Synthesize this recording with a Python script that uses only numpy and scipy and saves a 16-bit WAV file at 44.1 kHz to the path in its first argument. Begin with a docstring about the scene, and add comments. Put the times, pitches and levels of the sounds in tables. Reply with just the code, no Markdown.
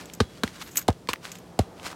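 """A sandy track in the open: a football is juggled on knees and shoes a few metres away.
Each touch slaps the cover and dents the ball: a knock, then heavily damped low modes that
come later the lower they are. Shoes scuff the sand and tap on stones, grit ticks and a small
metal piece jingles on the clothes, over light wind and a faint distant drone."""
import sys
import numpy as np
from scipy import signal
from scipy.fft import rfft, irfft
from scipy.io import wavfile

SR = 44100
rng = np.random.default_rng(int(sys.argv[2]) if len(sys.argv) > 2 else 0)


def file_out(sig):
    """Save sig as 16-bit WAV at sys.argv[1]."""
    # one column per channel
    cols = np.atleast_2d(sig).T
    # limit, then scale
    lim = np.clip(cols, -1, 1)
    pcm = np.round(lim * 32767).astype(np.int16)
    wavfile.write(sys.argv[1], SR, pcm)


N = 85995
T = np.arange(N) / SR
HZ = np.maximum(np.arange(N // 2 + 1) * SR / N, 1)


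def amp(db):
    """Decibels to gain."""
    return 10 ** (np.asarray(db) / 20)


def unit(x):
    """Scale to rms 1."""
    return x / np.std(x)


def noise(spectrum, grain_db=0):
    """Noise shaped by (Hz, dB) points; grain_db makes it gritty."""
    hz, db = np.array(spectrum).T
    white = rng.standard_normal(N) * amp(grain_db * rng.standard_normal(N))
    gain = amp(np.interp(np.log(HZ), np.log(hz), db))
    return unit(irfft(rfft(white) * gain, N))


def band(hz, width_hz):
    """Noise in one steep resonance."""
    detune = (HZ - hz * hz / HZ) / width_hz
    return unit(irfft(rfft(rng.standard_normal(N)) / (1 + detune ** 2), N))


def drift(hz):
    """Smooth random motion below hz, rms 1."""
    return unit(irfft(rfft(rng.standard_normal(N)) / (1 + (HZ / hz) ** 4), N))


def highpass(x, hz, order):
    """Zero-phase high-pass."""
    return irfft(rfft(x) / (1 + (hz / HZ) ** order), N)


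def age(start):
    """Seconds since start, zero before it."""
    return np.maximum(T - start, 0)


def swell(start, rise_s, fall_s, shape=1):
    """Attack and decay; a higher shape ends more abruptly."""
    t = age(start)
    return (1 - np.exp(-t / rise_s)) * np.exp(-(t / fall_s) ** shape)


def burst(source, envelope):
    """Enveloped noise, scaled to the energy of the envelope."""
    x = source * envelope
    return x * np.sqrt(np.sum(envelope ** 2) / (np.sum(x ** 2) + 1e-18))


def ring(modes, start):
    """Damped modes struck at start."""
    t = age(start)
    return sum(amp(db) * np.sin(2 * np.pi * hz * t) * np.exp(-np.log(1000) * t / t60_s)
               for hz, db, t60_s in modes)


# wind spectrum (frequency [Hz], relative density [dB])
WIND_SPECTRUM = [(25, -42), (45, -4), (70, -1.5), (130, 1), (280, -1), (520, -5.5), (900, -14.5),
                 (2000, -23.5), (5000, -25), (10000, -31), (16000, -39)]
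# low rush of the wind (time [s], level [dB])
RUSH_LEVELS = [(0, -50), (.6, -80), (1.1, -61.5), (1.5, -54), (1.95, -47.5)]
def wind():
    """Light, near-steady wind and a low rush that fades, then slowly rises."""
    rush = amp(np.interp(T, *np.array(RUSH_LEVELS).T)) * band(570, width_hz=670)
    breeze = amp(-48.5 + 0.6 * drift(hz=6)) * noise(WIND_SPECTRUM)
    return breeze + rush


def drone():
    """Faint distant tone, wavering in pitch and level."""
    pitch_hz = 174.3 + 1.33 * drift(hz=3.47)
    rms_db = -55.5 + 1.5 * drift(hz=2.8)
    return amp(rms_db) * np.sqrt(2) * np.sin(2 * np.pi * np.cumsum(pitch_hz) / SR)


# shoe scuffs (peak time [s], level [dB], rise [s], fall [s])
SHOE_SCUFFS = [(.008, -42.5, 0.04, 0.026), (.085, -55.5, 0.028, 0.098), (.375, -52.5, 0.1, 0.034),
               (.475, -45, 0.016, 0.029), (0.563, -45.5, 0.029, 0.013), (.622, -34, 0.016, 0.0076),
               (0.678, -44.5, 0.019, 0.018), (0.786, -38.5, 0.02, 0.024), (1.251, -39.5, 0.015, 0.045),
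               (1.363, -54.5, 0.028, .04), (1.790, -55.5, 0.032, 0.027), (1.865, -31.5, 0.016, 0.013),
               (1.918, -43.5, 0.031, 0.018)]
# sand spectrum (frequency [Hz], relative density [dB])
SAND_SPECTRUM = [(40, -38), (200, -4), (500, -10.5), (1250, -2), (2300, -5.5), (4500, -8), (8000, -13.5),
                 (12700, -22), (16000, -27)]
def scuffs():
    """Sand grains crunch as the shoes shift."""
    pressure = sum(amp(db) * np.exp(-np.maximum(peak - T, 0) / rise_s - age(peak) / fall_s)
                   for peak, db, rise_s, fall_s in SHOE_SCUFFS)
    return pressure * noise(SAND_SPECTRUM, grain_db=4) * amp(1.8 * drift(hz=330))


# metal contacts (time [s], level [dB], decay [s], brightness [dB])
METAL_CONTACTS = [(0.0563, -36.5, 0.0014, -7.5), (0.1354, -33.5, 0.0028, -5.5), (0.149, -41, 0.0015, 0),
                  (0.63, -63.5, 0.093, 7.5), (0.711, -52.5, 0.024, -12), (0.756, -42, 0.0043, 9),
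                  (.7678, -28, 0.0014, -3), (0.7709, -17, 0.0032, -1), (0.776, -24, 0.003, -3),
                  (.7890, -33.5, 0.0052, 2), (0.814, -42, 0.0023, 0), (0.8254, -39.5, 0.0016, -7),
                  (1.235, -52, .001, -1), (1.3168, -34, 0.0049, -12), (1.3526, -42, 0.0023, -8),
                  (1.385, -45, 0.0026, -5)]
# scrape spectrum (frequency [Hz], relative density [dB])
SCRAPE_SPECTRUM = [(100, -45), (600, -50), (2200, 2), (4500, -5), (7000, 8.5), (10000, -6.5), (14000, -4.5),
                   (16000, -19)]
# metal modes, one list per column (frequency [Hz], gain [dB], t60 [s])
METAL_HZ = [6750, 6900, 7565, 7750, 8590, 11515, 12400, 13370, 13590, 13880]
METAL_DB = [-33, -27.5, -46, -26.5, -42, -36.5, -42, -37, -29, -25]
METAL_T60_S = [.045, .02, 0.018, 0.036, .03, 0.055, .045, 0.027, .04, 0.046]
def jingle():
    """Brief scraping contacts ring a small metal piece; some favour its highest modes."""
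    scrape = noise(SCRAPE_SPECTRUM, grain_db=-5.5)
    treble = highpass(scrape, hz=9260, order=20)
    contact = 0
    for start, db, decay_s, bright_db in METAL_CONTACTS:
        low = burst(scrape - treble, swell(start, 0.00049, decay_s))
        high = burst(treble, swell(start, 0.00032, decay_s))
        contact += amp(db) * (low + amp(bright_db) * high) / np.sqrt(2)
    response = ring(zip(METAL_HZ, METAL_DB, METAL_T60_S), start=0)
    return amp(3.5) * contact + signal.fftconvolve(contact, response)[:N]


# taps of shoe and stones (time [s], body level [dB], resonance [Hz])
SHOE_TAPS = [(.0990, -34.5, 2310), (0.477, -26.5, 1960), (.7580, -27, 2160), (.7835, -26.5, 1400),
             (0.8155, -35, 1620), (0.928, -41, 3200), (1.0730, -34.5, 2480), (1.1331, -15, 2480),
             (1.1369, -18, 1160), (1.1585, -32, 2040), (1.2526, -26.5, 1700), (1.355, -34.5, 3300),
             (1.798, -34.5, 1410), (1.929, -30, 1190)]
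def taps():
    """Dry taps: a short resonance and a bright crack that grows faster with force."""
    out, white = 0, rng.standard_normal(N)
    for start, db, hz in SHOE_TAPS:
        body = burst(band(hz, 0.97 * hz), swell(start, 0.0001, 0.0015))
        crack = burst(white, swell(start, 0.00005, 0.00057))
        out += amp(db) * body + amp(6.5 + 1.74 * db) * crack
    return out


def dent_mode(start, hz, swell_s, sag):
    """Heavily damped mode: swells, sinks from (1 + sag) * hz towards hz, dies in a few cycles."""
    t = age(start)
    cycles = hz * (t + sag * swell_s * (1 - np.exp(-t / swell_s)))
    envelope = t / swell_s * np.exp((1 - (t / swell_s) ** 2) / 2)
    return envelope * np.sin(2 * np.pi * cycles)


# ball touches (time [s], dent lag [s], thump [dB], body [dB], upper body [dB], body stretch [ratio],
#   knock [Hz], knock [dB], knock swell [s], clap [Hz], clap [dB],
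#   slap [dB], slap decay [s], slap treble [dB], grit [dB], ring gain [dB])
BALL_TOUCHES = [(0.2023, 0.001106, -16.5, -16, -14, 1.36, 1110, -17.5, 0.0025, 1540, -20.5, -15.5, 0.0056, -9, -36.5, 2),
                (.4345, 0.00089, -31.5, -17.5, -20.5, 0.93, 1000, -13.5, 0.00052, 1538, -12, -14.5, 0.0019, 2, -34, -8),
                (0.8809, 0.0051, -16, -13, -18.5, 0.81, 643, -3, 0.00098, 890, -34, -19, 0.0045, 3, -37, -10),
                (1.0878, 0.00017, -38.5, -27, -24.5, 0.77, 958, -18.5, .0026, 2400, -27.5, -23, 0.0063, 0.5, -28, -27),
                (1.5905, 0.00049, -14.5, -14, -15.5, 0.78, 684, -11, 0.0022, 2150, -24, -16, 0.0022, 6.5, -35.5, -6.5)]
# spectra of cover slap and loose grit (frequency [Hz], relative density [dB])
SLAP_SPECTRUM = [(200, -15.5), (900, -1), (1700, -7), (2400, -9), (3400, -3.5), (4100, -2), (5100, -7),
                 (5900, -12), (7800, -12), (11000, -19.5), (16000, -29)]
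GRIT_SPECTRUM = [(50, -30), (250, 3), (1200, 9.5), (2500, 4), (4000, 2.5), (8000, -4), (16000, -18)]
# ringing modes of the ball (frequency [Hz], relative level [dB], t60 [s])
BALL_MODES = [(219, -44, 0.21), (424, -41.5, 0.16), (740, -79, 0.18), (1215, -47, 0.24), (1475, -66, 0.19),
              (2330, -74, 0.15), (3340, -56, 1), (4000, -59, 0.53), (4700, -63, 0.27)]
def ball():
    """Each touch slaps the cover, shakes off grit and dents the ball, which shivers and rings."""
    slap = noise(SLAP_SPECTRUM)
    grit = noise(GRIT_SPECTRUM, grain_db=7.5)
    treble = highpass(slap, hz=6730, order=4)
    out = 0
    for (start, lag_s, thump_db, body_db, upper_db, stretch, knock_hz, knock_db, knock_s,
         clap_hz, clap_db, slap_db, slap_s, treble_db, grit_db, ring_db) in BALL_TOUCHES:
        contact = swell(start, 0.00032, slap_s, shape=0.93)
        out += amp(clap_db) * burst(band(clap_hz, 0.18 * clap_hz), contact)
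        out += amp(slap_db) * burst(slap + (amp(treble_db) - 1) * treble, contact)
        out += amp(grit_db) * grit * swell(start, 0.0023, 0.022)

        dent = start + lag_s
        out += amp(knock_db) * dent_mode(dent, knock_hz, knock_s, sag=0.2)
        out += amp(upper_db) * dent_mode(dent, hz=404, swell_s=stretch * 0.0037, sag=0.27)
        out += amp(body_db) * dent_mode(dent, hz=208.7, swell_s=stretch * 0.0058, sag=0.32)
        out += amp(thump_db) * dent_mode(dent, hz=55.7, swell_s=0.013, sag=2.22)
        skin_shiver = burst(band(590, width_hz=530), swell(dent, 0.0031, 0.0096))
        out += amp(knock_db - 15) * skin_shiver
        out += amp(ring_db) * ring(BALL_MODES, dent)
    return out


# scatter spectrum (frequency [Hz], relative density [dB])
BANK_SPECTRUM = [(60, -20), (300, -10.5), (3000, -5.5), (16000, 10.5)]
def bank_scatter(direct):
    """Short, bright scatter from the sand banks."""
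    response = noise(BANK_SPECTRUM) * swell(0, rise_s=0.0027, fall_s=0.02)
    response /= np.sqrt(np.sum(response ** 2))
    return signal.fftconvolve(direct, response)[:N]


def scene():
    """Player, faint scatter, wind and drone; mono."""
    player = scuffs() + jingle() + taps() + ball()
    return (player + amp(-23) * bank_scatter(player) + wind() + drone())[None]


def record(dry):
    """The microphone drops the deep bass and cuts the top."""
    low_hz, top_hz = 42, 16200
    bass_cut = signal.butter(2, low_hz, "high", fs=SR, output="sos")
    top_cut = signal.ellip(8, 0.2, 70, top_hz, fs=SR, output="sos")
    return signal.sosfilt(top_cut, signal.sosfilt(bass_cut, dry))


dry = scene()
out = record(dry)
file_out(out)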